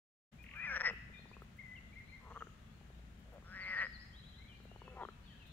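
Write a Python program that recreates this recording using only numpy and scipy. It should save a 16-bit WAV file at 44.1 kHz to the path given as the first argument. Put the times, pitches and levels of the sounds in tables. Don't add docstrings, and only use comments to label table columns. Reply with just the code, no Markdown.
import sys
import numpy as np
from scipy import signal
from scipy.fft import rfft, irfft
from scipy.io import wavfile

SR = 44100
rng = np.random.default_rng(int(sys.argv[2]) if len(sys.argv) > 2 else 0)


def bounce(signal):
    frames = np.transpose(np.atleast_2d(signal))
    limited = np.clip(frames, -1, 1)
    pcm = np.round(limited * 32767).astype(np.int16)
    wavfile.write(sys.argv[1], SR, pcm)


N = 243431


def undb(db):
    return 10 ** (np.asarray(db) / 20)


def add(track, start_s, sound):
    i = int(start_s * SR)
    track[i:i + len(sound)] += sound[:max(N - i, 0)]


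def band(x, low_hz, high_hz, order):
    return signal.sosfilt(signal.butter(order, [low_hz, high_hz], "band", fs=SR, output="sos"), x)


def coloured_noise(gain):
    noise = irfft(rfft(rng.standard_normal(N)) * gain, N)
    return noise / noise.std()


# frequency_hz, relative_db
RUMBLE_SPECTRUM = [(15, -17), (25, -5.5), (59, 2), (101, -2), (204, -4.5), (322, -18.5), (400, -20.5),
                   (919, -26.5), (1660, -24), (2170, -27.5), (3260, -31), (5010, -40.5), (7100, -39),
                   (8130, -44.5), (15500, -48)]
# frequency_hz, left_minus_right_db
RUMBLE_BALANCE = [(60, 2), (110, -1), (200, 5), (380, 3.5), (700, 9), (1290, 2), (2380, 6), (4400, 8.5),
                  (8120, 6), (15000, -3.5)]
# centre_hz, width_hz, level_db
DRONE_BANDS = [(59.2, 4.3, -64.5), (139, 2.3, -77.5), (213.4, 33.5, -71.5)]


def distant_rumble():
    hz = np.fft.rfftfreq(N, 1 / SR) + 1
    colour, balance = (undb(np.interp(np.log(hz), np.log(knot_hz), db))
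                       for knot_hz, db in map(np.transpose, (RUMBLE_SPECTRUM, RUMBLE_BALANCE)))
    side_colour = colour * np.clip(hz / 900, .08, 1)
    side = coloured_noise(side_colour) * np.linalg.norm(side_colour) / np.linalg.norm(colour)
    air = undb(-58) * (coloured_noise(colour) + np.array([side, -side]))
    drone = sum(undb(db) * coloured_noise(1 / (1 + (2 * (hz - centre) / width) ** 2))
                for centre, width, db in DRONE_BANDS)
    return irfft(rfft(air + drone) * np.sqrt([balance, 1 / balance]), N)


CONTOURS = dict(level=(0.1, 0.29), rise=(-.7, 1.9), lift=(-2.88, 0.28), arch=(-1.83, -2.36),
            hook=(-2.5, -0.57), sag=(.9, 0.88), scoop=(2.32, 1.3), slide=(3.7, -.3), fall=(2.54, -1.5),
            drop=(6.5, -5))


def whistles(notes, waver, flutter_db):
    out = np.zeros(N)
    slow = 1 / (1 + (np.fft.rfftfreq(N, 1 / SR) / 70) ** 4)
    bend, flutter = coloured_noise(slow), coloured_noise(slow)
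    for start_s, length_s, middle_hz, db, shape in notes:
        progress = np.linspace(0, 1, int(length_s * SR))
        span = (int(start_s * SR) + np.arange(len(progress))) % N
        first, last = CONTOURS[shape]
        semitones = np.polyval(np.polyfit([0, .5, 1], [first, 0, last], 2), progress)
        hz = middle_hz * 2 ** (semitones / 12) * (1 + waver * bend[span])
        envelope = signal.windows.tukey(len(progress), .55) * undb(db + flutter_db * flutter[span])
        add(out, start_s, envelope * np.sin(2 * np.pi * np.cumsum(hz) / SR))
    return out


# start_s, length_s, middle_hz, level_db, shape, perch
BIRD_NOTES = [(.38, 0.061, 2416, -61.5, "level", "near"), (.548, 0.077, 2382, -48, "sag", "near"),
              (.585, .09, 2448, -44.5, "level", "near"), (.655, .075, 2245, -45.5, "slide", "near"),
              (.875, .045, 2650, -53.5, "slide", "far"), (1.125, .083, 2427, -57.5, "level", "near"),
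              (1.325, 0.027, 2517, -58.5, "rise", "near"), (1.58, 0.043, 2147, -50, "arch", "near"),
              (1.59, 0.22, 2022, -55.5, "sag", "near"), (1.735, 0.03, 2042, -52, "rise", "near"),
              (1.755, 0.039, 2770, -59.5, "slide", "near"), (1.125, 0.083, 3620, -68.5, "level", "far"),
              (1.17, 0.059, 4150, -73, "lift", "far"), (1.278, 0.041, 4500, -75, "fall", "far"),
              (2.03, 0.15, 4200, -78, "hook", "far"), (2.33, 0.016, 2950, -67.5, "lift", "far"),
              (2.385, .03, 2970, -66, "fall", "far"), (4.37, 0.074, 2100, -66, "rise", "far"),
              (4.426, 0.175, 2405, -70, "hook", "far"), (4.47, .08, 3020, -66.5, "fall", "far"),
              (4.67, 0.1, 2840, -69.5, "rise", "far"), (4.835, 0.0842, 2602, -67, "scoop", "far"),
              (5.02, 0.045, 3110, -69, "fall", "far"), (5.245, 0.097, 3200, -68, "slide", "far"),
              (5.29, 0.095, 1715, -70.5, "slide", "far"), (5.385, .091, 2630, -67.5, "slide", "far"),
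              (5.45, .026, 3800, -70, "rise", "far")]
TRILL_GAP_S = .0242
# count, every_s, gain_db (per repeat), notes (columns as above)
BIRD_SONGS = [dict(count=5, every_s=TRILL_GAP_S, gain_db=1.25, notes=[(.438, 0.009, 2290, -55.5, "drop", "far")]),
              dict(count=2, every_s=0.16, gain_db=-1.1, notes=[(1.92, 0.029, 2280, -62, "rise", "far"),
              (1.95, 0.072, 2133, -54, "arch", "near")]),
              dict(count=3, every_s=0.16, gain_db=0.5, notes=[(3.602, 0.054, 4333, -59.5, "fall", "near"),
              (3.662, .06, 5015, -66.5, "lift", "far")]),
              dict(count=3, every_s=0.099, gain_db=-1.2, notes=[(4.125, 0.038, 3274, -65.5, "rise", "far"),
              (4.15, 0.0658, 3973, -64, "hook", "far")])]


def birds(where, waver, flutter_db):
    sung = [(start_s + turn * song["every_s"], length_s, hz, db + turn * song["gain_db"], shape, perch)
            for song in BIRD_SONGS for turn in range(song["count"])
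            for start_s, length_s, hz, db, shape, perch in song["notes"]]
    return whistles([note for *note, perch in BIRD_NOTES + sung if perch == where], waver, flutter_db)


# start_s, level_db
RUSTLES = [(0.425, -53), (.555, -58), (.925, -58), (1.416, -56), (1.564, -58), (3.189, -60), (3.326, -58),
           (4.63, -60), (5.464, -56)]


def leaves():
    out = np.zeros((2, N))
    t = np.arange(int(.08 * SR)) / SR
    envelope = np.exp(-t / .011) * (1 - np.exp(-t / .012))
    for start_s, db in RUSTLES:
        for ear in out:
            hiss = np.diff(rng.standard_normal(len(t) + 1)) / 2
            add(ear, start_s, undb(db) * hiss * envelope)
    return out


def pulse(pitch_hz, ring_ms, modes, rise_ms, damp_at_ms):
    ms = np.arange(int(.03 * SR)) * 1000 / SR
    radians_per_hz = 2 * np.pi * ms / 1000
    cutoff = (1 - np.tanh((ms - damp_at_ms) / .37)) / 2
    ring = np.sin(pitch_hz * radians_per_hz) * np.exp(-ms / ring_ms) * cutoff
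    for hz, db, decay_ms in modes:
        ring -= undb(db) * np.sin(hz * radians_per_hz) * np.exp(-ms / decay_ms)
    return ring * (1 - np.exp(-ms / rise_ms))


def drawl(curve):
    time_s, db, hz, rate = np.transpose(curve)
    t = np.arange(time_s[0], time_s[-1], 1 / SR)
    cycles = np.cumsum(np.interp(t, time_s, rate)) / SR
    snap_s = np.interp(np.arange(cycles[-1]), cycles, t)
    peak_db = np.interp(snap_s, time_s, db) + 10
    ring_ms = np.interp(snap_s, time_s[[0, -1]], [1.5, 3.94])
    gap_ms = 1000 / np.interp(snap_s, time_s, rate)
    return np.transpose([snap_s, np.interp(snap_s, time_s, hz), peak_db, ring_ms, gap_ms])


def burst(row, fastest_gap_ms):
    last_s, swell_s, fade_s, crest_db, swell_db, hz, last_gap_ms, ring_ms = row
    slowing, swell_curve, fade_db_per_s = .62, 1.09, 212.5
    gap_ms = fastest_gap_ms + (last_gap_ms - fastest_gap_ms) * slowing ** np.arange(-1, 60)
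    snap_s = last_s - (np.cumsum(gap_ms) - gap_ms[0]) / 1000
    past_crest_s = snap_s - (last_s - fade_s)
    db = crest_db - swell_db * np.maximum(-past_crest_s / swell_s, 0) ** swell_curve
    db -= fade_db_per_s * np.maximum(past_crest_s, 0)
    return np.transpose(np.broadcast_arrays(snap_s, hz, db, ring_ms, gap_ms))[past_crest_s > -swell_s]


def snaps(trains, jitter_ms, shimmer_db, detune):
    for train in trains:
        for start_s, hz, db, ring_ms, gap_ms in train:
            slip, size, pitch = rng.standard_normal(3)
            start_s += slip * jitter_ms / 1000
            yield start_s, hz * (1 + detune * pitch), db + shimmer_db * size, ring_ms, gap_ms


# pitch_hz, relative_db, ring_ms
BRIGHT_MODES = [(525, -21.5, 11.7), (1285, -10, 1.07), (2810, -41, 1.9)]
# time_s, pitch_hz, relative_db
UPPER_RING = [(.62, 6100, -32), (.69, 5780, -13.5), (.86, 5314, -8), (3.45, 5540, -12), (3.62, 4980, -20),
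              (3.8, 5050, -28)]
# time_s, level_db, sac_hz, snaps_per_s
CROAK_OPENINGS = [[(.5, -77, 1060, 275), (.54, -62, 1190, 290)] + [(0.555, -54.5, 1425, 300),
                  (0.591, -54.5, 1740, 346), (0.629, -51, 2000, 326), (0.651, -45.5, 2040, 346.6),
                  (0.669, -47, 1900, 300), (0.691, -47, 1600, 284.6), (0.749, -41, 1670, 244)],
                  [(3.445, -60, 1310, 165), (3.515, -53.5, 1500, 188), (3.567, -48.5, 1916, 189),
                  (3.673, -45.5, 2120, 187), (3.743, -41, 1890, 186), (3.752, -42.5, 1900, 185)]]
# last_snap_s, swell_s, fade_s, crest_db, swell_db, sac_hz, last_gap_ms, ring_ms
BRIGHT_CROAKS = [(0.7761, .012, 0.0096, -24, 2, 1745, 6.2, 1.5),
                 (0.8163, 0.017, 0.0079, -23, 16, 1820, 7, 1.87),
                 (0.8982, 0.029, 0.039, -22, 17, 1936, 10, 4.06),
                 (3.8007, 0.043, 0.0068, -28.5, 8, 1874, 6.9, 5.2),
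                 (3.8666, 0.017, 0.048, -25, 7, 1900, 12.1, 3.1)]


def bright_frog():
    sac, thin, puffs = np.zeros((3, N))
    upper_s, upper_hz, upper_db = np.transpose(UPPER_RING)
    puff = np.exp(-np.arange(int(.02 * SR)) / SR / .0024)
    trains = [drawl(curve) for curve in CROAK_OPENINGS]
    trains += [burst(row, fastest_gap_ms=4.3) for row in BRIGHT_CROAKS]
    for start_s, hz, db, ring_ms, gap_ms in snaps(trains, jitter_ms=.081, shimmer_db=.5, detune=.011):
        ring = pulse(hz, ring_ms, BRIGHT_MODES, rise_ms=.2, damp_at_ms=gap_ms + 3.7)
        add(sac, start_s, undb(db) * ring)
        thin_hz = np.interp(start_s, upper_s, upper_hz) * (1 + .026 * rng.standard_normal())
        thin_ring = pulse(thin_hz, ring_ms=3.6, modes=[], rise_ms=.16, damp_at_ms=gap_ms + 3.2)
        add(thin, start_s, undb(db + np.interp(start_s, upper_s, upper_db)) * thin_ring)
        puff_db = db + .17 * min(db + 31.5, 0)
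        add(puffs, start_s, undb(puff_db) * puff)
    air = puffs * rng.standard_normal(N)
    rasp = undb(-10) * band(air, 630, 2200, order=3) + undb(-22) * band(air, 2700, 5650, order=4)
    return band(sac, 600, 3600, order=4) + band(thin, 2400, 4840, order=3) + rasp


# pitch_hz, relative_db, ring_ms
LOW_MODES = [(1400, -19, 5.5), (1900, -13.5, 0.95), (3250, -24, 1.1)]
# the columns of BRIGHT_CROAKS, then throat_hz
LOW_BURSTS = [(.845, 0.07, 0.0061, -39.5, 20, 960, 4.6, 1.5, 481),
              (0.9085, 0.039, .002, -28.5, 8.1, 830, 11, 0.36, 477),
              (2.291, 0.082, 0.0098, -48.5, 16, 1020, 6, 2.2, 430),
              (2.327, .012, 0.017, -40, 8.7, 1050, 6.4, 1.46, 460),
              (2.3739, 0.024, 0.0077, -37.5, 17, 1160, 7.1, 3.2, 467),
              (2.4219, .015, 0.0011, -32.5, 12.6, 1290, 8.3, 3.5, 440),
              (3.302, 0.035, 0.014, -60, 3.3, 590, 6.6, 6.9, 516),
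              (3.381, 0.059, 0.0023, -43, 10, 580, 11.6, 2.4, 483),
              (4.951, 0.094, .02, -45, 8.7, 433, 5, 1.4, 333),
              (5.025, 0.068, 0.0023, -33, 19.5, 915, 5.3, 2.3, 365)]
# start_s, level_db, sac_hz
DEEP_CLICKS = [(0.934, -44.5, 1390), (1.099, -57.5, 651), (1.192, -52.5, 665), (1.256, -51.5, 930),
               (1.314, -49.5, 1010), (1.367, -46.5, 1090), (1.42, -43.5, 1290), (2.47, -44.5, 1390),
               (2.812, -56.5, 810), (2.902, -53.5, 700), (2.992, -58.5, 650), (3.425, -54, 1130),
               (4.602, -54, 1380), (4.653, -50, 620), (4.715, -49, 686), (4.76, -47.5, 870),
               (4.818, -43.5, 960), (4.879, -42.5, 1020), (4.969, -43, 840), (5.034, -32.5, 950),
               (5.051, -35, 1150), (5.087, -37, 1310)]


def grunts_and_clicks():
    out = np.zeros(N)
    for *row, throat_hz in LOW_BURSTS:
        modes = [(throat_hz, -16, 7.7)] + LOW_MODES
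        train = snaps([burst(row, fastest_gap_ms=3.9)], jitter_ms=.13, shimmer_db=2, detune=.019)
        for start_s, hz, db, ring_ms, gap_ms in train:
            ring = pulse(hz, ring_ms, modes, rise_ms=.18, damp_at_ms=gap_ms + .69)
            add(out, start_s, undb(db) * ring)
    thump = pulse(pitch_hz=398, ring_ms=3.67, modes=[], rise_ms=.25, damp_at_ms=22)
    for start_s, db, hz in DEEP_CLICKS:
        click = pulse(hz, ring_ms=2.2, modes=LOW_MODES, rise_ms=.092, damp_at_ms=20)
        thump_db = -21 + .6 * db
        add(out, start_s, undb(db) * click - undb(thump_db) * thump)
    return band(out, 260, 4300, order=2)


def twitter(count, start_s, span_s, low_hz, high_hz, level_db):
    shapes = list(CONTOURS)
    return [(start_s + span_s * when, .033 + .063 * size, low_hz + (high_hz - low_hz) * pitch,
             level_db - 6 * size, shapes[int(kind * len(shapes))])
            for when, size, pitch, kind in rng.random((count, 4))]


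def chorus():
    notes = twitter(count=9, start_s=2.25, span_s=.15, low_hz=6200, high_hz=6930, level_db=-74)
    notes += twitter(count=24, start_s=4.7, span_s=.9, low_hz=2243, high_hz=4440, level_db=-67)
    notes += twitter(count=44, start_s=.97, span_s=4.6, low_hz=2474, high_hz=4320, level_db=-72.5)
    return whistles(notes, waver=.018, flutter_db=3.5)


def place(x, left_db, lead_ms):
    delay = np.exp(-2j * np.pi * np.fft.rfftfreq(N, 1 / SR) * lead_ms / 1000)
    return np.array([x * undb(left_db / 2), irfft(rfft(x) * delay, N) * undb(-left_db / 2)])


def woods(x, t60_s, build_s, sparseness):
    t = np.arange(int(1.5 * SR)) / SR
    scatter, strength = rng.standard_normal((2, 2, len(t)))
    scatter *= np.exp(sparseness * np.clip(strength, -4, 4))
    response = scatter * (1 - np.exp(-t / build_s)) * undb(-60 * t / t60_s)
    response /= np.linalg.norm(response, axis=1, keepdims=True)
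    return signal.fftconvolve(x[None], response, axes=1)[:, :N]


def scene():
    near = birds("near", waver=.011, flutter_db=1)
    far = birds("far", waver=.013, flutter_db=0)
    frogs = bright_frog() + grunts_and_clicks()
    direct = place(frogs, left_db=4.5, lead_ms=.09)
    direct += place(near, left_db=8.5, lead_ms=.051)
    direct += place(undb(2.5) * far, left_db=4.5, lead_ms=.069)
    echoes = woods(undb(-14) * band(frogs, 1100, 4100, order=2), t60_s=1.19, build_s=.0026, sparseness=.66)
    echoes += woods(undb(3) * far + chorus() + undb(-2) * near, t60_s=.8, build_s=.0013, sparseness=1)
    lean_left = undb([[1.8], [-1.8]])
    return direct + echoes * lean_left + leaves() + distant_rumble()


def record(dry):
    silence_s, fade_s, top_hz = .315, .015, 15650
    fade_in = np.clip((np.arange(N) / SR - silence_s) / fade_s, 0, 1)
    low_pass = signal.ellip(10, .1, 70, top_hz, fs=SR, output="sos")
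    return signal.sosfilt(low_pass, dry * fade_in)


dry = scene()
out = record(dry)
bounce(out)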